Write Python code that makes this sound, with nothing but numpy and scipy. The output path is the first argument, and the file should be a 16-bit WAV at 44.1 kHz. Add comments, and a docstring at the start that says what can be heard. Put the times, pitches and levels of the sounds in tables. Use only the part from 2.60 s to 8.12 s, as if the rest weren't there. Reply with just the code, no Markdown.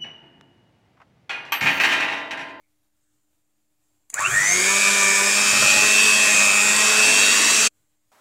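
"""Faint rustles and a far hum in a quiet kitchen, then the click of a switch: a hand mixer spins up in thick batter.
Its mains motor whines on the rotor slots, throbbing with the current; one shaft speed also drives
shaft tones, fan hiss and gear rattle, which are coloured noise. Struck modes make the switch, the gear clacks
and the beaters' knocks on the bowl. The mixer is cut off in a quick fade; the kitchen stays."""
import sys
import numpy as np
from scipy import signal
from scipy.fft import rfft, irfft, next_fast_len
from scipy.io import wavfile
from scipy.ndimage import uniform_filter1d

SR = 44100
rng = np.random.default_rng(int(sys.argv[2]) if len(sys.argv) > 2 else 0)


def to_wav(s):
    """Save 16-bit WAV."""
    ch = np.atleast_2d(s).T  # columns
    pcm = np.round(np.clip(ch, -1, 1) * 32767)  # PCM
    wavfile.write(sys.argv[1], SR, pcm.astype(np.int16))


N = 243315
T = np.arange(N) / SR  # s

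# Mixer levels before the casing, as it is led round the bowl.
# Each row: time in seconds, slot whine in dB, sharpness of its throb (no unit),
# lower fan hiss in dB at the reference speed, gear rattle in dB.
MIXER_LEVELS = [(1.6, -13.5, 1.4, -22, -29), (1.69, -20.5, 2.2, -36, -27.5),
                (1.8, -15.5, 0.62, -31.5, -28.5), (1.9, -18, 1.2, -29.5, -30.5), (2.0, -17, 1.6, -26, -26),
                (2.3, -15.5, 1.2, -24, -27), (2.62, -17.5, 1.15, -27, -25.5),
                (2.9, -18.5, 1.5, -24.5, -25.5), (3.1, -14.5, 1.1, -22, -25), (3.55, -17, 1.25, -24.5, -25),
                (3.78, -14.5, 1.3, -25, -24.5), (3.95, -15, 1.9, -27, -25), (4.25, -21, 1.0, -24, -23.5),
                (4.42, -17, 1.1, -23.5, -23), (4.62, -17.5, 2.1, -22.5, -23.5),
                (4.78, -21.5, 3, -23, -23.5), (5.08, -27, 2.3, -23, -24)]
REFERENCE_SPEED_HZ = 210
NOISE_FULL_S, NOISE_RISE_DB_PER_S = 1.6, 246


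def motor():
    """Whine, shaft tones, fan, gears and shaking bowl all follow one shaft."""
    speed, spun_up = shaft_speed()
    speed_db = 20 * np.log10(speed / REFERENCE_SPEED_HZ)
    turns = np.cumsum(speed * (1 + .0004 * drift(.03))) / SR
    whine_db, sharpness, lower_hiss_db, rattle_db = columns(MIXER_LEVELS)
    start_db = rising(NOISE_FULL_S, NOISE_RISE_DB_PER_S)
    tones = slot_whine(speed, turns, whine_db, sharpness) + whistle(turns)
    tones = tones + shaft_tones(speed, turns, speed_db) * spun_up ** 2.6
    air_and_gears = fan(speed, speed_db, lower_hiss_db, start_db) + gears(speed, rattle_db + start_db)
    running = np.clip((T - 1.524) / .02, 0, 1)
    return running * (np.sqrt(2) * tones + .53 * casing(air_and_gears, flat=1.492) + bowl_shake(speed))


# Speed the shaft strives for, sagging and recovering with the load of the batter.
# Each row: time in seconds, speed in turns per second (Hz).
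LOADED_SPEED = [(1.76, 204.2), (1.88, 198.5), (1.99, 199.8), (2.1, 205), (2.21, 205.2), (2.5, 197),
                (2.62, 199), (2.8, 205.8), (3.1, 208.7), (3.4, 214.4), (3.52, 214.6), (3.78, 207.8),
                (3.92, 206.3), (4.06, 208.4), (4.3, 213.8), (4.62, 217.8), (4.85, 221.5), (5.08, 219.3)]
ON_S, SPIN_UP_S = 1.505, .19  # start, time constant


def shaft_speed():
    """The rotor nears the loaded speed exponentially; returns turns per second and share spun up."""
    spun_up = 1 - np.exp(-np.maximum(T - ON_S, .001) / SPIN_UP_S)
    speed = uniform_filter1d(columns(LOADED_SPEED)[0], size=2500) * spun_up
    return speed, spun_up


# How well the casing radiates the whine as it climbs.
# Each row: whine pitch in Hz, gain in dB.
WHINE_RADIATED = [(300, -36.5), (850, -19.5), (1030, -3.5), (1200, -4.5), (1400, -3.5), (1610, -17),
                  (1720, -4.5), (1900, 0)]
# Resonances that overtones of the whine sweep through.
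# Each row: multiple of the slot pitch, centre in Hz, width in Hz, level in dB.
OVERTONE_PEAKS = [(2, 1680, 450, -26.5), (2, 2703, 360, -21), (2, 3200, 660, -40), (3, 6400, 810, -21)]
SLOTS = 12
MAINS_THROB_HZ, THROB_PEAK_S = 99.93, .0011


def slot_whine(speed, turns, level_db, sharpness):
    """Rotor slots passing the poles whine; magnetic pull peaks twice in every mains cycle."""
    pitch_hz = SLOTS * speed
    slot_phase = 2 * np.pi * SLOTS * turns
    pull = np.cos(2 * np.pi * MAINS_THROB_HZ * (T - THROB_PEAK_S))
    throb = np.exp(sharpness * pull) / np.sqrt(np.i0(2 * sharpness))  # Bessel term keeps rms at 1
    ripple_rad = -.6 * pull  # each pull speeds the rotor: pitch rises through every throb
    jitter_rad = .08 * drift(.004)
    radiated_db = np.interp(pitch_hz, *np.transpose(WHINE_RADIATED))
    whine_gain = gain_of(level_db + radiated_db - 3.5 + 1.2 * drift(.02))
    whine = whine_gain * throb * np.cos(slot_phase + ripple_rad + jitter_rad)
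    overtones = np.zeros(N)
    for multiple, hz, width_hz, db in OVERTONE_PEAKS:
        swell = gain_of(db) * peak(multiple * pitch_hz, hz, width_hz, order=4)
        overtones += swell * np.cos(multiple * slot_phase)
    whine = casing(whine + throb ** .5 * overtones, flat=.54)
    # echo off the table: its path changes as the mixer moves, tilting the throbbing partials
    echo_s = .004 + .0002 * drift(.3)
    return whine + .35 * np.interp(T - echo_s, T, whine)


# Harmonics of the shaft that sound. Each entry: multiple of the shaft speed.
SHAFT_ORDERS = [1, 2, 3, 4, 5, 6, 9]
# Resonances that shaft tones swell in as the speed carries them through.
# Each row: centre in Hz, width in Hz, level in dB.
SHAFT_PEAKS = [(199, 50, -41.5), (376, 42, -35), (431.7, 14, -38.5), (614, 70, -45), (695, 35, -36),
               (779, 14, -45.5), (838, 23, -41.5), (990, 40, -38.5), (1059, 26, -40), (1110, 20, -39),
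               (1184, 50, -35.5), (1233, 30, -37.5), (1760, 70, -34), (1888, 80, -35.5)]
SHAFT_FLOOR_DB = -50  # at the reference speed


def shaft_tones(speed, turns, speed_db):
    """Unbalance sounds at the shaft speed; higher orders flutter more, at random."""
    tones = np.zeros(N)
    for order in SHAFT_ORDERS:
        level = gain_of(SHAFT_FLOOR_DB + speed_db)
        for hz, width_hz, db in SHAFT_PEAKS:
            level = level + gain_of(db) * peak(order * speed, hz, width_hz, order=4)
        flutter_db = (1.5 if order == 1 else 3.) * drift(.02)
        tones += level * gain_of(flutter_db) * np.cos(2 * np.pi * (order * turns + rng.random()))
    return tones


# A fuzzy whistle comes and goes. Each row: time in seconds, level in dB.
WHISTLE = [(2.3, -53), (2.72, -28), (3.0, -32), (4.1, -42), (4.3, -30), (4.7, -34), (4.95, -36),
           (5.08, -43)]
WHISTLE_ORDER = 26


def whistle(turns):
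    """Random amplitude blurs a shaft harmonic into a narrow band."""
    return gain_of(columns(WHISTLE)[0]) * drift(.002) * np.cos(2 * np.pi * WHISTLE_ORDER * turns)


# Colour of the fan hiss, before levelling. Each row: frequency in Hz, relative density in dB per Hz.
HISS_COLOUR = [(1650, -42), (2800, -6), (3430, -5.5), (3750, -3), (4240, -9.5), (4630, -6), (6110, -2.5),
               (7490, 5), (10000, -9), (14400, -21.5), (16000, -20.5)]
HISS_DB = -20.5  # upper band, before the casing, at the reference speed
HISS_POWER, LOWER_HISS_POWER = 1.6, 2.04  # power of the speed that each band follows


def fan(speed, speed_db, lower_hiss_db, start_db):
    """Air noise in two bands grows with the speed, its top opening last."""
    air = noise(HISS_COLOUR, 1.9, ticks=.18)
    lower = below(air, 5760)
    upper_hiss = gain_of(HISS_DB + HISS_POWER * speed_db) * evened(air - lower)
    lower_hiss = gain_of(lower_hiss_db + LOWER_HISS_POWER * speed_db) * evened(lower)
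    hiss = gain_of(start_db) * (upper_hiss + lower_hiss)
    closed = np.clip(.9 - (speed / 200) ** 2.1, 0, .7)
    return hiss - (hiss - below(hiss, 9500)) * closed


# Colour of the gear rattle, before levelling. Each row: frequency in Hz, relative density in dB per Hz.
RATTLE_COLOUR = [(12, -55), (20, -31), (119, -22), (211, -10), (256, -10), (549, -8), (637, -6.5),
                 (755, -11.5), (1130, -4), (2140, -3.5), (2480, -0.5), (3200, -48), (4160, -45.5),
                 (7040, -120)]


def gears(speed, level_db):
    """Gear rattle is patchy ticking noise, thin while slow: its low part grows with speed."""
    rattle = noise(RATTLE_COLOUR, 2.5, ticks=.17)
    thinned = np.clip(1.2 - (speed / 170) ** 3., 0, .9)
    rattle = rattle - below(rattle, 650) * thinned
    return gain_of(level_db + .34 * drift(.024)) * rattle


# Modes of the plastic shell. Each row: frequency in Hz, width in Hz, gain in dB.
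CASING_MODES = [(1152, 52, -1.5), (1486, 95, 1.5), (1740, 120, 0), (1867, 40, 5), (2280, 220, -15.5),
                (2671, 170, 1), (3254, 100, 0.5), (3690, 87, -10), (4575, 260, 4), (5610, 98, -1.5),
                (6300, 530, -5.5)]


def casing(x, flat):
    """The plastic shell lifts its modes over a flat share."""
    size = next_fast_len(N)
    hz = np.fft.rfftfreq(size, 1 / SR)
    gain = flat + sum(gain_of(db) * peak(hz, f, width_hz) for f, width_hz, db in CASING_MODES)
    return irfft(rfft(x, size) * gain, size)[:N]


# Colour of the shaking bowl, before levelling. Each row: frequency in Hz, relative density in dB per Hz.
SHAKE_COLOUR = [(30, -21.5), (60, -10.5), (85, -10.5), (115, 4), (150, 6.5), (220, -24)]
# Beaters hit the bowl; the first row is a clack as the gears take up slack.
# Each row: time in seconds, peak in dB.
KNOCKS = [(1.591, -29.5), (2.931, -21), (2.959, -24), (2.99, -23.5), (3.023, -14), (3.054, -18.5),
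          (3.078, -20.5), (3.111, -23.5), (3.134, -20), (3.163, -18), (3.188, -24), (3.234, -19),
          (3.249, -31.5)]
SHAKE_DB, SHAKE_PEAK_HZ, SHAKE_WIDTH_HZ, SHAKE_PEAK_DB = -66.5, 143, 40, -36.5
KNOCK_SHAKE_DB, KNOCK_SHAKE_S = -34.5, .06  # relative to the knock, half-width to 1/e


def bowl_shake(speed):
    """The bowl shakes on the table: always a little, more at its resonance and under each row of KNOCKS."""
    shaking = gain_of(SHAKE_DB) + gain_of(SHAKE_PEAK_DB) * peak(speed, SHAKE_PEAK_HZ, SHAKE_WIDTH_HZ)
    for s, db in KNOCKS:
        shaking = shaking + gain_of(db + KNOCK_SHAKE_DB) * np.exp(-((T - s) / KNOCK_SHAKE_S) ** 2)
    return shaking * gain_of(2.2 * drift(.014)) * noise(SHAKE_COLOUR, 2.0)


# Modes rung by the knocks and the first clack.
# Each row: frequency in Hz, relative level in dB, 60 dB decay in seconds.
BOWL_MODES = [(107, -11, 0.23), (306, -5.5, .06), (560, -3, 0.12), (617, 3.5, 0.066), (1050, -7.5, .08),
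              (1250, -1.5, 0.089), (1404, -1.5, 0.1)]


def knocks_and_first_clack():
    """A gear clack, then the beaters striking the bowl, ring the same low modes."""
    return struck(KNOCKS, BOWL_MODES, rise_s=.00079, crack=.27)


# Clicks of the switch. Each row: time in seconds, peak in dB.
SWITCH_CLICKS = [(1.4975, -44.5), (1.5008, -23.5), (1.5385, -31.5), (1.5412, -9)]
# The gears take up their slack. Each row: time in seconds, peak in dB.
GEAR_CLACKS = [(1.5928, -20), (1.6054, -16.5), (1.6224, -20.5)]
# Modes rung by both. Each row: frequency in Hz, relative level in dB, 60 dB decay in seconds.
SWITCH_MODES = [(1130, -19.5, 0.022), (1750, -19, .015), (2150, -16.5, 0.018), (2817, -13.5, 0.019),
                (4730, -7, .01), (6280, 2, .01), (6970, 6, 0.013), (7720, 8, 0.01), (9200, 7.5, 0.009),
                (9800, 3, 0.0087), (11550, -6, .006), (14050, -14.5, .005)]


def switch_and_clacks():
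    """Switch and gear impacts ring the same modes and reflect off the walls."""
    clicks = struck(SWITCH_CLICKS, SWITCH_MODES, rise_s=.000674, crack=.83)
    clacks = struck(GEAR_CLACKS, SWITCH_MODES, rise_s=.0008, crack=1.4)
    dry_impacts = clicks + clacks
    return dry_impacts + gain_of(-7.0) * walls(dry_impacts)


def walls(x):
    """A short room tail: noise decaying 60 dB in 0.2 s."""
    t = np.arange(SR // 4) / SR
    tail = rng.standard_normal(len(t)) * gain_of(-60 * t / .2) * (t > .003)
    return signal.oaconvolve(x, tail / np.linalg.norm(tail))[:N]


# Faint bright rustles. Each row: time in seconds, level in dB, fade in dB per second.
RUSTLES = [(.42, -81, 16), (1.24, -82, 24), (5.1, -82.5, 27)]
# Faint duller rustles. Each row: time in seconds, centre in Hz, half-width to 1/e in seconds, level in dB.
SCUFFS = [(.05, 2220, .05, -78), (.45, 1580, .07, -84)]
RUSTLE_RISE_DB_PER_S, RUSTLE_FLOOR_DB = 300, -90.5


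def rustling():
    """Bright bursts over a constant floor, and duller narrow-band noise swells."""
    level = gain_of(RUSTLE_FLOOR_DB)
    for s, db, fade_db_per_s in RUSTLES:
        level = level + gain_of(db + rising(s, RUSTLE_RISE_DB_PER_S) - fade_db_per_s * np.maximum(T - s, 0))
    colour = [(5500, -32), (6500, -3.5), (7500, 1), (9000, -11), (11000, -32)]  # (Hz, dB per Hz)
    out = level * noise(colour, 3.5)
    for s, hz, length_s, db in SCUFFS:
        swell = gain_of(db) * np.exp(-((T - s) / length_s) ** 2)
        out += swell * drift(.002) * np.cos(2 * np.pi * hz * T)
    return out


# Colour of the room tone, before levelling. Each row: frequency in Hz, relative density in dB per Hz.
ROOM_COLOUR = [(12, -28.5), (20, -5), (32, -7.5), (123, -2.5), (270, -27), (301, -4.5), (328, -13.5),
               (590, -14.5), (642, -14.5), (1530, -18), (5380, -21), (6910, -18.5), (16000, -21)]
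# An appliance hums far off. Each row: frequency in Hz, level in dB.
HUM = [(118.4, -93.5), (215.3, -91.5), (301.5, -82.5), (602.9, -95.5)]
ROOM_DB = -75


def kitchen():
    """Room tone is coloured noise, the far hum wavering tones; rustles lie over both."""
    room = gain_of(ROOM_DB + 1.2 * drift(.05)) * noise(ROOM_COLOUR, 1.3)
    hum = sum(gain_of(db + 2.5 * drift(.06)) * np.sqrt(2) * np.cos(2 * np.pi * hz * T) for hz, db in HUM)
    return room + hum + rustling()


def gain_of(db):
    """Amplitude factor of a level in dB."""
    return 10 ** (np.asarray(db) / 20)


def evened(x):
    """Scales to rms 1."""
    return x / np.sqrt(np.mean(x ** 2) + 1e-20)


def columns(rows):
    """Reads every column of a curve table at each sample."""
    s, *values = np.transpose(rows)
    return [np.interp(T, s, v) for v in values]


def rising(full_s, db_per_s):
    """dB that climb to zero and stay there."""
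    return db_per_s * np.minimum(T - full_s, 0)


def peak(hz, centre_hz, width_hz, order=2):
    """Gain of a resonance, 1 at its centre."""
    return 1 / (1 + (2 * (hz - centre_hz) / width_hz) ** order)


def below(x, hz):
    """The part of a sound under a frequency, without phase shift."""
    return signal.sosfiltfilt(signal.butter(4, hz, fs=SR, output="sos"), x)


def drift(seconds):
    """Random wander of rms 1: white noise averaged twice over the given time."""
    size = max(int(seconds * SR), 1)
    return evened(uniform_filter1d(uniform_filter1d(rng.standard_normal(N), size), size))


def noise(colour, patchy_db, ticks=0.):
    """Noise of rms 1 with small ticks mixed in, given a colour and drifting patches."""
    tick_on = rng.random(N) < 400 / SR  # 400 per second on average
    tick_size = gain_of(3. * np.minimum(rng.exponential(1, N), 3))
    tick = tick_on * tick_size * rng.choice([-1, 1], N)
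    source = rng.standard_normal(N) + ticks * evened(tick)
    hz, _, z = signal.stft(source, SR, nperseg=1024, noverlap=768)
    patches = evened(uniform_filter1d(uniform_filter1d(rng.standard_normal(z.shape), 5, 0), 40, 1))
    f, db = np.transpose(colour)
    colour_db = np.interp(np.log(hz + 1), np.log(f), db)[:, None] + patchy_db * patches
    return evened(signal.istft(z * gain_of(colour_db), SR, nperseg=1024, noverlap=768)[1][:N])


def struck(events, modes, rise_s, crack):
    """Each blow is a dry crack of noise plus modes rung with its own strengths and phases."""
    out, t = np.zeros(N), np.arange(SR // 4) / SR
    hz, db, t60_s = np.transpose(modes)[:, :, None]
    chance = rng.random((len(events), 2, len(modes), 1))
    cracks = rng.standard_normal((len(events), len(t))) * gain_of(-60 * t / .009)
    for (s, peak_db), (phase, size), burst in zip(events, chance, cracks):
        mode_gain = gain_of(db - 60 * t / t60_s + 6.9 * (size - .5))
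        ring = (mode_gain * np.sin(2 * np.pi * (hz * t + phase))).sum(0)
        blow = (ring + crack * burst) * (1 - np.exp(-t / rise_s))
        at = round(s * SR)
        out[at:at + len(t)] += gain_of(peak_db) * blow / abs(blow).max()
    return out


CUT_S, CUT_DB_PER_S = 5.074, 2801.5


def scene():
    """The mixer sounds until it is cut off in a quick fade; the kitchen goes on."""
    mixer = motor() + knocks_and_first_clack() + switch_and_clacks()
    cut = gain_of(-CUT_DB_PER_S * np.maximum(T - CUT_S, 0))
    return (mixer * cut + kitchen())[None]


OFFSET, EDGE_HZ = -.00029, 15750


def record(dry):
    """A small constant offset, then a lowpass band limit."""
    band_limit = signal.firwin(511, EDGE_HZ, window=("kaiser", 9), fs=SR)
    return signal.oaconvolve(dry + OFFSET, band_limit[None], "same")


dry = scene()
out = record(dry)
to_wav(out)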